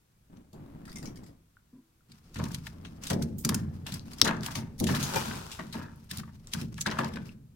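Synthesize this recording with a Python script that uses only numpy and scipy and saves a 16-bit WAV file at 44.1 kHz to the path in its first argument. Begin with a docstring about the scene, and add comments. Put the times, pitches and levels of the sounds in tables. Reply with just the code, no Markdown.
"""On the wet floor of a steel boat in a reed marsh, live fish flop while a wire trap goes over the bow into water.
Slaps, smacks, ticks and rustle are shaped noise with abruptly varying strength or short fades.
Thuds, bamboo poles, wire and the frame's plunge excite decaying modes; drips and spatter are decaying sines.
The boat growls and rumbles as it is shaken, over still open air; steel walls add short echoes to many sounds."""
import sys
import numpy as np
from scipy import signal
from scipy.fft import rfft, irfft, next_fast_len
from scipy.io import wavfile
from scipy.ndimage import uniform_filter1d

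SR = 44100
rng = np.random.default_rng(int(sys.argv[2]) if len(sys.argv) > 2 else 0)


def generate_wav(signal):
    """Clip the signal to [-1, 1] and save it as 16-bit WAV at the path in sys.argv[1]."""
    frames = np.transpose(np.atleast_2d(signal))
    scaled = np.clip(frames, -1, 1) * 32767
    pcm = np.round(scaled).astype(np.int16)
    wavfile.write(sys.argv[1], SR, pcm)


N = 332955
TIME = np.arange(N) / SR

# Event levels are those at the source, ahead of any gain, floor colour, wall echo or port colour.
# Wet tail slaps: start_s, level_db, centre_hz, decay_ms (at least 1 ms is used)
SLAPS = [(0.37, -65, 2850, 2.1), (0.529, -60.5, 4970, 23), (2.118, -53.5, 3180, 4),
         (2.343, -48.5, 4430, 7.1), (2.357, -43.5, 2120, 27), (2.386, -48, 4500, 8),
         (2.438, -41, 3870, 3.3), (2.484, -52, 7500, 4), (2.516, -49, 6700, 6.8), (2.545, -35.5, 4020, 3.1),
         (2.667, -42, 3800, 5), (2.848, -46, 2100, 18), (3.036, -39.5, 5040, 4.2), (3.068, -36.5, 4800, 14),
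         (3.1, -31, 4000, 8.6), (3.13, -38.5, 5030, 10), (3.222, -37.5, 5570, 8.6), (3.383, -40, 12000, 35),
         (3.865, -38.5, 3180, 23), (3.921, -40.5, 5000, 5), (3.94, -37.5, 5000, 4),
         (4.133, -46.5, 5100, 4.3), (4.184, -45.5, 4630, 6.1), (4.245, -30, 3800, 5.5),
         (4.254, -31.5, 3770, 7), (4.275, -29.5, 3600, 7.1), (4.433, -40.5, 3830, 2),
         (4.462, -34, 5500, 2.2), (4.552, -33.5, 3880, 24.4), (4.8, -33, 6000, 1.6),
         (4.841, -34.5, 3900, 0.82), (4.867, -32.5, 3030, 15), (4.948, -33.5, 3330, 6.8),
         (5.027, -31, 5300, 29), (5.158, -32, 3900, 32), (5.515, -40.5, 3720, 41), (5.726, -41.5, 3640, 15),
         (6.112, -35, 3850, 2.6), (6.172, -39, 5670, 2.4), (6.183, -42, 5640, 2.9), (6.535, -30, 4240, 3.9),
         (6.613, -43, 3350, 5), (6.78, -45.5, 3300, 0.9), (6.809, -28.5, 5500, 8.1),
         (6.862, -30, 2540, 12.7), (6.911, -38, 2520, 13), (6.986, -37, 3240, 12), (7.136, -48, 2550, 5.3),
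         (7.158, -46, 2600, 3.2)]
# Whole flanks smacking down flat: start_s, level_db, ring_pitch_ratio
SMACKS = [(3.448, -26, 0.95), (3.49, -26, 0.74), (3.544, -28.5, 1.02)]
# Air gap under a flank, before the pitch ratio: pitch_hz, level_db, t60_s
SMACK_MODES = [(1370, -6, .014), (5020, 3, .008), (6380, 4, 0.01), (7200, 7, .008)]
# Spectrum of a flat smack: frequency_hz, level_db
SMACK_COLOUR = [(700, -21), (1200, -5), (2300, -3), (3800, -2.5), (6000, 2), (9500, 2.5), (11000, 1.5),
                (15500, -8)]
# Wet floor's colour on slaps and clatter: frequency_hz, level_db
FLOOR_COLOUR = [(650, 2), (1300, 1), (1750, 1.5), (2450, -2), (3800, 0.5), (6000, -1), (12000, -2)]
# Lone flicks of a fin: start_s, peak_db, centre_hz
TICKS = [(3.995, -33.5, 3930), (4.368, -37, 5500), (4.409, -33, 5500), (5.96, -46, 11940),
         (6.0, -48.5, 12900), (6.044, -44.5, 11940), (6.472, -32.5, 5840), (6.743, -35, 5200),
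         (7.046, -24.5, 4500)]
# Flops that throw up water: start_s, droplet_level_db
SPATTERS = [(2.39, -44), (4.271, -25), (4.95, -34), (5.17, -30), (5.31, -33.5), (5.76, -39.5),
            (6.871, -24.5), (6.995, -32)]
# Bouts of wriggling that stir netting, stalks and wet scales: start_s, length_s, level_db
WRIGGLES = [(2.37, 0.33, -60.5), (3.01, 0.13, -49.5), (3.437, 0.16, -48.5), (3.87, 0.092, -47),
            (4.05, 0.22, -57), (4.43, 0.16, -47), (5.73, 0.071, -51), (6.095, 0.1, -49.5),
            (6.47, 0.06, -58), (6.55, 0.071, -45), (6.85, 0.26, -58), (7.14, 0.18, -62)]
WRIGGLE_ATTACK_S, WRIGGLE_RELEASE_S = 0.0069, 0.014
# Low, lasting stir of the disturbed catch: start_s, length_s, level_db
FIDGET = [(2.08, 5.22, -68.5)]
# Spectrum of netting and wet stalks: frequency_hz, level_db
RUSTLE_COLOUR = [(500, -7.5), (900, 0), (1300, 2), (1950, -3.5), (2600, -2), (3600, -4.5), (5200, -1.5),
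                 (7200, -8.5), (11000, -11), (15000, -14)]
# Blows on the hull, soft bodies being dull: start_s, level_db, brightest_ring_hz
THUDS = [(0.529, -50.5, 609), (1.02, -49, 495), (2.089, -56, 257.3), (2.356, -40.5, 319.5),
         (2.384, -33, 279.4), (2.842, -52.5, 259), (3.101, -28, 500), (3.193, -36.5, 250),
         (3.447, -31, 328.6), (3.49, -35, 336), (3.615, -43, 200), (3.919, -40, 241), (4.219, -32, 418),
         (4.26, -33.5, 741), (4.39, -47, 215), (4.56, -37, 285), (4.805, -26.5, 390), (4.89, -34, 424),
         (5.149, -39.5, 591), (5.269, -39.5, 297), (5.59, -42.5, 355), (5.746, -38.5, 458),
         (6.113, -44.5, 229), (6.177, -41.5, 226), (6.54, -35.5, 258), (6.611, -40, 244.6),
         (6.863, -34.5, 522), (6.987, -33.5, 627), (7.148, -42.5, 354)]
# The steel hull's clearest modes: pitch_hz, level_db, t60_s
HULL_MODES = [(60, -8.5, 4), (87.9, 1.5, 1.9), (140, 3, 1.2), (166.3, -2, 1.7), (178.9, 2.5, 0.65),
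              (213.8, 0.5, 1), (226.4, 2.5, 0.8), (295, -11.5, 0.34), (367.2, -4, .7), (546, -4.5, .3),
              (661, -7.5, 0.57), (852, -5.5, 0.7), (912, -6.5, 0.46)]
# The hull's crowd of weaker modes: frequency_hz, level_db (per half octave), t60_s
HULL_WASH = [(39.54, -23, 1.3), (59.4, -17.5, 1.6), (101.3, -2, 1.3), (163, -0.5, 1.2), (252, 2, 0.84),
             (310, -2, 0.62), (480, -2, 0.64), (1001, 7.5, 0.26), (2405, -6.5, .25)]
# Poles and bodies clattering on the floor plates: start_s, level_db, decay_ms (at least 1 ms is used)
CLATTERS = [(.875, -53, 19), (2.39, -46.5, 57), (2.668, -44.5, 5.8), (3.102, -39.5, 18), (3.214, -47, 9.7),
            (3.492, -32, 6), (3.51, -47.5, 55), (3.861, -47, 18), (4.248, -31, 14), (4.278, -31.5, 32.3),
            (4.461, -47, 57), (4.553, -47, 46), (4.885, -36.5, 31), (4.939, -36, 17), (5.311, -33.5, 5),
            (5.589, -39.5, 17), (5.74, -44.5, 26), (5.795, -50.5, 51), (6.233, -49.5, 5.7),
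            (6.275, -59.5, 19), (6.537, -43, 13), (6.78, -40, 6), (6.86, -37.5, 20), (6.91, -41.5, 52),
            (6.984, -30, 18), (7.03, -40, 26), (7.158, -44.5, 22)]
CLATTER_HZ, CLATTER_DULLING = 1460, 0.12  # centre of a 10 ms clatter; octaves lower per doubled length
# Bamboo on steel: pitch_hz, level_db, t60_s
POLE_MODES = [(628, 10, 0.048), (925, 8.5, 0.041), (1093, 5, 0.01), (1547, -4.5, 0.042), (1663, -1.5, 0.03)]
# One hard crack close by and its rebound: start_s, level_db
CRACKS = [(4.2151, -7.5), (4.221, -22.5)]
# Spectrum of the crack: frequency_hz, level_db
CRACK_COLOUR = [(800, -37), (1130, -7), (1400, -18), (2400, -13.5), (3650, -1), (5500, 2), (6600, -17),
                (9200, -16), (15000, -21.5)]
# Pulls that drag the trap's frame over the bow and down the side: start_s, length_s, level_db
PULLS = [(.295, 0.088, -49), (.53, 0.49, -46), (1.03, 0.079, -43), (1.15, 0.14, -50), (2.7, 0.45, -48),
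         (3.66, 0.62, -48)]
PULL_ATTACK_S, PULL_RELEASE_S = 0.02, 0.062
# Spectrum of the dragging growl: frequency_hz, level_db
DRAG_COLOUR = [(40, -4), (90, -3), (180, 2.5), (280, -1.5), (400, -12.5), (620, -18.5), (1100, -24),
               (2100, -34), (3000, -38.5), (6000, -47.5)]
# Knots that slip as the trap's netting stretches: start_s, level_db, decay_ms (at least 1 ms is used)
SLIPS = [(.853, -48, 5.1), (.878, -54, 14), (.894, -48.5, 6.9), (.915, -47, 5), (.926, -47, 4),
         (.957, -38.5, 7.4), (.984, -40, 3.4), (1.025, -49, 21), (1.055, -41, 7.7), (1.084, -55, 8),
         (1.157, -50.5, 6), (1.171, -51.5, 5.6), (1.234, -58, 14), (1.262, -58, 18)]
# Netting wire, before each slip's random tension: pitch_hz, level_db, t60_s
WIRE_MODES = [(2036, 2.5, 0.025), (5220, 3, 0.014)]
# Spectrum of a slipping knot: frequency_hz, level_db
NET_COLOUR = [(700, -15), (1300, 0.5), (2000, -4.5), (3200, 0), (5400, 2), (9500, 0), (15000, -8.5)]
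BUMP_S, BUMP_DB, BUMP_LENGTH_S = 1.745, -54, 0.042  # the trap's frame rubs briefly on the bow
# The rubbed frame: pitch_hz, level_db, t60_s
BUMP_MODES = [(240, 3, 0.17), (261, -2, 0.24), (326, -12, 0.86), (980, -15, 0.17)]
ENTRY_S, PLUNGE_S, ENTRY_ATTACK_S = 4.86, 5.16, 0.022  # mesh meets water, then the frame plunges under
MESH_DB, MESH_FALL_DB_PER_S = -34.5, 51  # the netting's rustle dies away as it sinks
SPLASH_DB, SPLASH_RISE_DB_PER_S, SPLASH_FALL_DB_PER_S = -33.5, 67, 45
# Spectrum of the droplet fizz: frequency_hz, level_db
SPLASH_COLOUR = [(210, -22), (350, -6), (639, -13.5), (951, -6), (1150, -11), (1440, -9), (2040, -19.5),
                 (2420, -15.5), (5800, -18), (15500, -29)]
GULP_DB, GULP_LAG_S, GULP_WIDTH_S = -29.5, 0.0055, 0.011
# Hollow gulp of the plunge: pitch_hz, level_db, t60_s
GULP_MODES = [(550, 2.5, 0.082), (764, 5.5, 0.029), (886, -3, 0.12), (940, -2.5, 0.07), (1272, -7.5, 0.14),
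              (1481, -1, 0.066), (2406, -6, 0.087)]
# Single drips and popping air pockets: start_s, peak_db, starting_pitch_hz
DRIPS = [(1.5688, -49, 1430), (2.007, -64, 1350), (2.404, -41, 1640), (2.463, -45, 1700),
         (2.507, -46, 1630), (2.668, -40, 1640), (3.491, -30.5, 1145), (4.269, -23, 1870),
         (5.842, -43.5, 1700), (5.883, -48, 1710), (6.202, -46, 1490), (6.234, -42, 1180),
         (6.279, -55, 1100), (6.297, -55, 1700), (6.86, -22, 1530), (6.989, -24, 1310),
         (7.292, -40.5, 2640)]
ROCK_DB, ROCK_POWER, ROCK_SMOOTH_S = -54, 0.75, 0.32  # rumble level, its growth with shaking, averaging time
# Spectrum of the open air: frequency_hz, level_db
AIR_COLOUR = [(12, -35.5), (20, -5), (44, -6.5), (146, -10), (678, -28.5), (1220, -28.5), (2020, -33),
              (16000, -37.5)]
AIR_DB = -67.5
# Unequal treble of the two microphone ports: frequency_hz, left_minus_right_db
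PORTS = [(200, 0), (700, 3.5), (2000, 2.5), (3000, 5.5), (5500, 6.5), (7500, -1), (10000, -6), (15000, -10)]
TOP_HZ = 15900


def slaps(spread_db=3, width=1.84, ripple_db=3.5, rise_s=0.00072,
          swish_db=-18, swish_s=0.01, spray_db=-23, spray_s=0.013):
    """Broadband impact: a wet tail swishes down, peels on to the floor in tiny clicks and leaves a little spray."""
    out, lead = np.zeros((2, N)), SR // 50  # room for the swish before contact
    t = TIME[:SR // 8] - lead / SR
    after = np.maximum(t, 0)
    for s, db, centre_hz, decay_ms in SLAPS:
        colouring = lambda hz: hump(hz, centre_hz, width) / np.hypot(1, (900 / hz) ** 2)
        burst = shape(grains(len(t), spread_db), colouring)
        peel = np.exp(-after * 1e3 / max(decay_ms, 1))
        spray = undb(spray_db) * np.exp(-after / spray_s)
        contact = (peel + spray) * (1 - np.exp(-after / rise_s))
        swish = undb(swish_db) * np.exp(-abs(t) / swish_s)
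        slap = uneven(burst, ripple_db) * (contact + swish)
        add(out, s - lead / SR, slap * undb(db) / slap[:, lead:lead + SR // 80].std())
    return between_walls(out, wet_db=-21.0, t60=0.44)


def smacks(spread_db=2, rise_s=0.0006, decay_s=0.0043, modes_db=-4):
    """Cavity resonance: a flank lands flat with a dry smack, and the gap closing under it rings hollow."""
    out, t = np.zeros((2, N)), TIME[:SR // 16]
    for s, db, pitch in SMACKS:
        contact = grains(len(t), spread_db) * (1 - np.exp(-t / rise_s)) ** 2 * np.exp(-t / decay_s)
        contact = contact + 0.29 * contact[::-1]  # each port hears some of the other's share
        modes = [(hz * pitch, mode_db, t60) for hz, mode_db, t60 in SMACK_MODES]
        gap = ring(modes, t).real.sum(0)
        hollow = signal.fftconvolve(contact, gap[None], axes=1)[:, :len(t)]
        smack = colour(contact, SMACK_COLOUR) + unit(hollow) * undb(modes_db)
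        add(out, s, smack * undb(db) / smack[:, :SR // 100].std())
    return between_walls(out, wet_db=-17, t60=0.23)


def ticks(width=0.7, decay_s=0.001):
    """Impulsive contact: fins flick the wet floor in lone, tiny, band-limited clicks."""
    out, t = np.zeros((2, N)), TIME[:SR // 50]
    for s, db, centre_hz in TICKS:
        noise = shape(rng.standard_normal((2, len(t))), lambda hz: hump(hz, centre_hz, width))
        click = noise * np.exp(-t / decay_s)
        add(out, s, click / abs(click).max() * undb(db))
    return between_walls(out, wet_db=-8, t60=0.15)


def spatter(gain_db=-3, spread_db=4, centre_hz=2300, octaves=0.8, cycles=17, fall_s=0.04, pan_db=5, count=14):
    """Damped oscillation: water thrown up by a flop falls back as separate ringing droplets, the late ones weaker."""
    out, t = np.zeros((2, N)), TIME[:SR // 25]
    for s, db in SPATTERS:
        delays = rng.exponential(size=count)
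        traits = np.clip(rng.standard_normal((count, 3)), -1.5, 1.5)
        for late, (size, pitch, side) in zip(delays, traits):
            hz = centre_hz * 2 ** (octaves * pitch)
            drop = ring([(hz, db + gain_db + spread_db * size, cycles / hz)], t).imag[0]
            add(out, s + late * fall_s, drop * np.exp(-late / 2), pan_db * side)
    return between_walls(out, wet_db=-7.5, t60=0.1)


def rustle(spread_db=2.5, flutter_db=5.5, flutter_rate=70):
    """Frictional crackle: wriggling fish and sinking mesh stir netting and stalks in uneven little bursts."""
    fish = bouts(WRIGGLES + FIDGET, WRIGGLE_ATTACK_S, WRIGGLE_RELEASE_S)
    mesh = in_water() * undb(MESH_DB - MESH_FALL_DB_PER_S * np.maximum(TIME - ENTRY_S, 0))
    # a new random strength about every 14 ms, joined by straight lines
    catches = np.interp(TIME * flutter_rate, np.arange(1024), rng.standard_normal(1024))
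    crackle = colour(grains(N, spread_db, hold=40) * undb(flutter_db * catches), RUSTLE_COLOUR)
    return between_walls(crackle * (fish + mesh), wet_db=-10.0, t60=0.13)


def hull(modes_db=1, rise_s=0.0059, stiff_s=0.042, stiff=0.59):
    """Modal excitation: each blow wakes the hull's modes in a new mix; the longer the contact, the duller the boom."""
    out, t = np.zeros((2, N)), TIME[:SR * 6 // 5]
    centres = 40 * 2 ** (np.arange(13) / 2)  # half-octave bands, Hz
    field = ports(rng.standard_normal((2, N + len(t))))
    bands = np.array([unit(shape(field, lambda hz: np.exp(-(np.log2(hz / c) / .33) ** 2))) for c in centres])
    fades = np.exp(-np.log(1000) * t / at_hz(centres, HULL_WASH, axis=2)[:, None])
    modes, mode_hz = ring(HULL_MODES, t), np.transpose(HULL_MODES)[0]
    # the struck plate moves most until the blow has spread through the boat
    attack = (1 - np.exp(-t / rise_s)) * (1 + stiff * np.exp(-t / stiff_s))
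    places = rng.random((len(THUDS), len(HULL_MODES)))
    for (s, db, top_hz), place in zip(THUDS, places):
        i = int(s * SR)
        # a short, hard contact also pushes the deepest modes less
        contact = lambda hz: 1 / np.hypot(1, (hz / top_hz) ** 3) / np.hypot(1, top_hz * 0.32 / hz)
        weights = undb(at_hz(centres, HULL_WASH)) * contact(centres)
        wash = np.einsum("bcn,bn->cn", bands[:, :, i:i + len(t)], weights[:, None] * fades)
        phases = np.exp(2j * np.pi * place)
        tones = (phases * contact(mode_hz) @ modes).imag
        boom = (unit(wash) + undb(modes_db) * unit(tones)) * attack
        add(out, s, boom * undb(db) / boom[:, :SR // 15].std())
    return out


def clatter(gain_db=3, spread_db=4, width=1.17, modes_db=-5, ripple_db=3, rise_s=0.0026):
    """Repeated impact: chattering contacts ring bamboo poles and floor plates; long clatters are duller."""
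    out, t = np.zeros((2, N)), TIME[:SR // 4]
    for s, db, decay_ms in CLATTERS:
        decay_ms = max(decay_ms, 1)
        centre_hz = CLATTER_HZ * (10 / decay_ms) ** CLATTER_DULLING
        contacts = shape(grains(len(t), spread_db, hold=96), lambda hz: hump(hz, centre_hz, width))
        fade = np.exp(-t * 1e3 / decay_ms) * (1 - np.exp(-t / rise_s))
        rattle = unit(uneven(contacts, ripple_db, step_hz=152.0) * fade)
        add(out, s, rattle * np.sqrt(np.mean(fade ** 2)) * undb(db + gain_db))
    out = out + 0.15 * out[::-1]  # part of each contact reaches both ports alike
    poles = signal.fftconvolve(out, ring(POLE_MODES, t).real.sum(0)[None], axes=1)[:, :N]
    return between_walls(out + unit(poles) * out.std() * undb(modes_db), wet_db=-9.5, t60=0.42)


def crack(pan_db=2, length_s=0.003, tail_db=-17, tail_s=0.0051, unlike=0.48):
    """Hard impact and rebound: a gritty contact crunches for about 3 ms, too light to carry much bass."""
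    out, t = np.zeros((2, N)), TIME[:SR // 20]
    fade = np.exp(-(t / length_s) ** 4) + undb(tail_db) * np.exp(-t / tail_s)
    onset = 1 - np.exp(-t * SR / 10)  # ten samples
    for s, db in CRACKS:
        grit = colour(rng.standard_normal((2, len(t))), CRACK_COLOUR)
        pair = grit[0] + unlike * np.array([[1], [-1]]) * grit[1]
        snap = pair * fade * onset
        add(out, s, snap * undb(db) / snap[:, :SR // 400].std(), pan_db)
    return between_walls(out, wet_db=-19, t60=0.11)


def drag(gain_db=-1, spread_db=2.5):
    """Stick-slip friction: with each pull the frame catches and slips on the rim, and the hull growls."""
    growl = colour(ports(grains(N, spread_db, hold=128)), DRAG_COLOUR)
    return growl * bouts(PULLS, PULL_ATTACK_S, PULL_RELEASE_S) * undb(gain_db)


def net(spread_db=3, ripple_db=4, modes_db=-3, rise_s=0.00088, detune=0.062, linger_db=-15, linger_s=0.031):
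    """Stick-slip with resonance: knots slip one by one, each scrape with its own colour ringing the taut wire."""
    out, t = np.zeros((2, N)), TIME[:SR // 8]
    for s, db, decay_ms in SLIPS:
        slip = np.exp(-t * 1e3 / max(decay_ms, 1))
        linger = undb(linger_db) * np.exp(-t / linger_s)
        fade = (slip + linger) * (1 - np.exp(-t / rise_s))
        scrape = uneven(colour(grains(len(t), spread_db, hold=48), NET_COLOUR), ripple_db) * fade
        tension = 1 + detune * rng.uniform(-1.9, 1.9)  # scales pitch and decay rate
        modes = ring(WIRE_MODES, t * tension).real.sum(0)
        wire = signal.fftconvolve(scrape, modes[None], axes=1)[:, :len(t)]
        sound = unit(unit(scrape) + unit(wire) * undb(modes_db))
        add(out, s, sound * np.sqrt(np.mean(fade ** 2)) * undb(db))
    return between_walls(out, wet_db=-8.5, t60=0.12)


def bump():
    """Friction-driven resonance: a brief rub swells and sets the trap's frame humming."""
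    out, t = np.zeros((2, N)), TIME[:SR // 2]
    rub = rng.standard_normal(len(t)) * t * np.exp(-2 * t / BUMP_LENGTH_S)
    hum = signal.fftconvolve(rub, ring(BUMP_MODES, t).imag.sum(0))
    add(out, BUMP_S - BUMP_LENGTH_S / 2, hum * undb(BUMP_DB) / hum[:SR // 10].std())
    return out


def splash(spread_db=2.5):
    """Surface break-up: mesh entering the water fizzes with droplets, growing to the plunge, then draining away."""
    rise = SPLASH_RISE_DB_PER_S * np.maximum(PLUNGE_S - TIME, 0)
    fall = SPLASH_FALL_DB_PER_S * np.maximum(TIME - PLUNGE_S, 0)
    fizz = colour(grains(N, spread_db, hold=64), SPLASH_COLOUR)
    return fizz * in_water() * undb(SPLASH_DB - rise - fall)


def gulp():
    """Cavity resonance: water rushes in and closes over the frame with a short, hollow ring."""
    rush = rng.standard_normal((2, N)) * np.exp(-abs(TIME - PLUNGE_S - GULP_LAG_S) / GULP_WIDTH_S)
    cavity = ring(GULP_MODES, TIME[:SR // 3]).imag.sum(0)
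    hollow = signal.fftconvolve(rush, cavity[None], axes=1)[:, :N]
    i = int(PLUNGE_S * SR)
    return hollow * undb(GULP_DB) / hollow[:, i:i + SR // 30].std()


def drips(cycles=24, glide=0.054):
    """Bubble resonance: drops and trapped air plink in bilge water, rising in pitch; higher ones die sooner."""
    out, t = np.zeros((2, N)), TIME[:SR // 10]
    for s, db, hz in DRIPS:
        age = t * hz / cycles  # reaches 1 as the plink has fallen by 60 dB
        tone = np.sin(2 * np.pi * hz * t * (1 + glide * np.minimum(age, 1)))
        plink = tone * np.exp(-np.log(1000) * age) * (1 - np.exp(-t * hz))
        add(out, s, plink / plink.max() * undb(db))
    return between_walls(out, wet_db=-8.5, t60=0.12)


def rocking(shaking, centre_hz=35, width=4.5):
    """Forced motion: the boat rumbles low on the water, following the shaking of its hull."""
    effort = np.sqrt(np.abs(uniform_filter1d(shaking[0] ** 2, int(ROCK_SMOOTH_S * SR))))
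    rumble = unit(shape(rng.standard_normal(N), lambda hz: hump(hz, centre_hz, width)))
    return rumble * unit(effort ** ROCK_POWER) * undb(ROCK_DB)


def marsh():
    """Ambient noise: still open air is a steady, faint, mostly low hiss and rumble."""
    return colour(ports(rng.standard_normal((2, N))), AIR_COLOUR) * undb(AIR_DB)


def in_water():
    """Exponential approach: rises from 0 towards 1 as the trap meets the water."""
    return 1 - np.exp(-np.maximum(TIME - ENTRY_S, 0) / ENTRY_ATTACK_S)


def bouts(rows, attack_s, release_s):
    """Amplitude envelope: gain of actions that swell, hold for their length and die away."""
    gain = np.zeros(N)
    for s, length_s, db in rows:
        age = np.maximum(TIME - s, 0)
        swell = 1 - np.exp(-age / attack_s)
        gain += undb(db) * swell * np.exp(-np.maximum(age - length_s, 0) / release_s)
    return gain


def between_walls(x, wet_db, t60):
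    """Reverberation: the steel sides throw a sound back and forth for a moment."""
    t = TIME[:SR // 2]
    echo = rng.standard_normal((2, len(t))) * np.exp(-np.log(1000) * t / t60) * (1 - np.exp(-t / 0.0056))
    return x + undb(wet_db) * signal.fftconvolve(x, unit(echo) / np.sqrt(len(t)), axes=1)[:, :N]


def ports(pair, split_hz=480, lag_ms=0.5, unlike=0.88):
    """Spatial coherence: two signals become left and lagging right, alike in the bass and unlike in the treble."""
    side = shape(pair[1], lambda hz: unlike * hz ** 3 / (hz ** 3 + split_hz ** 3) + 0.048)
    right = shape(pair[0] - side, lambda hz: np.exp(-2j * np.pi * hz * lag_ms / 1e3))
    return np.array([pair[0] + side, right])


def grains(size, spread_db, hold=16):
    """Granular noise: strength jumps every hold samples, like tiny clicks of very unequal strength at both ports."""
    strength = undb(spread_db * np.minimum(rng.exponential(size=size // hold + 1), 3.8))
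    return unit(rng.standard_normal((2, size)) * np.repeat(strength, hold)[:size])


def ring(modes, t):
    """Modal decay: one decaying complex wave for each mode."""
    hz, db, t60 = np.transpose(modes)[:, :, None]
    return undb(db) * np.exp((2j * np.pi * hz - np.log(1000) / t60) * t)


def uneven(x, ripple_db, step_hz=450):
    """Local response: every spot has its own chance peaks and dips."""
    points = np.arange(0, SR / 2, step_hz)
    ripple = rng.standard_normal(256)[:len(points)]
    return shape(x, lambda hz: undb(ripple_db * np.interp(hz, points, ripple)))


def hump(hz, centre_hz, width):
    """Damped resonance: a broad peak with skirts of 12 dB an octave."""
    return 1 / (1 + ((hz / centre_hz - centre_hz / hz) / width) ** 2)


def colour(x, points):
    """Spectral shaping: give x a tabled spectrum, at rms 1."""
    return unit(shape(x, lambda hz: undb(at_hz(hz, points))))


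def shape(x, gain):
    """Linear filtering: multiply the spectrum by a gain that is a function of frequency."""
    size = next_fast_len(x.shape[-1], True)
    return irfft(rfft(x, size) * gain(np.fft.rfftfreq(size, 1 / SR) + 1), size)[..., :x.shape[-1]]


def at_hz(hz, points, axis=1):
    """Logarithmic frequency: read a column of a spectrum table by interpolation."""
    table = np.transpose(points)
    return np.interp(np.log(hz + 1e-9), np.log(table[0]), table[axis])


def undb(db):
    """Decibel law: decibels to amplitude gain."""
    return 10 ** (np.asarray(db) / 20)


def unit(x):
    """Effective value: scale to rms 1."""
    return x / np.sqrt(np.mean(x ** 2) + 1e-18)


def add(out, s, sound, pan_db=0):
    """Superposition: mix a sound in at time s, louder on the left by pan_db."""
    i = max(int(s * SR), 0)
    part = sound[..., :N - i]
    out[:, i:i + part.shape[-1]] += part * undb([[pan_db / 2], [-pan_db / 2]])


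def scene():
    """Superposition of everything in and around the boat."""
    boat = hull() + drag()
    on_floor = shape(slaps() + clatter(), lambda hz: undb(at_hz(hz, FLOOR_COLOUR)))
    fish = on_floor + smacks() + crack() + spatter() + rustle() + ticks()
    trap = net() + bump() + drips() + splash() + gulp()
    return fish + boat + trap + rocking(boat) + marsh()


def record(dry):
    """Reception: each port colours the treble its own way, peaks beyond full scale clip and the top is cut."""
    tilt = lambda hz: undb(np.array([[1], [-1]]) * at_hz(hz, PORTS) / 2)
    # the mean power of the two ports' gains stays 1 at every frequency
    heard = shape(dry, lambda hz: tilt(hz) / np.sqrt(np.mean(tilt(hz) ** 2, axis=0)))
    top_cut = signal.ellip(8, .2, 70, TOP_HZ, fs=SR, output="sos")
    return signal.sosfilt(top_cut, np.clip(heard, -1, 1))


dry = scene()
out = record(dry)
generate_wav(out)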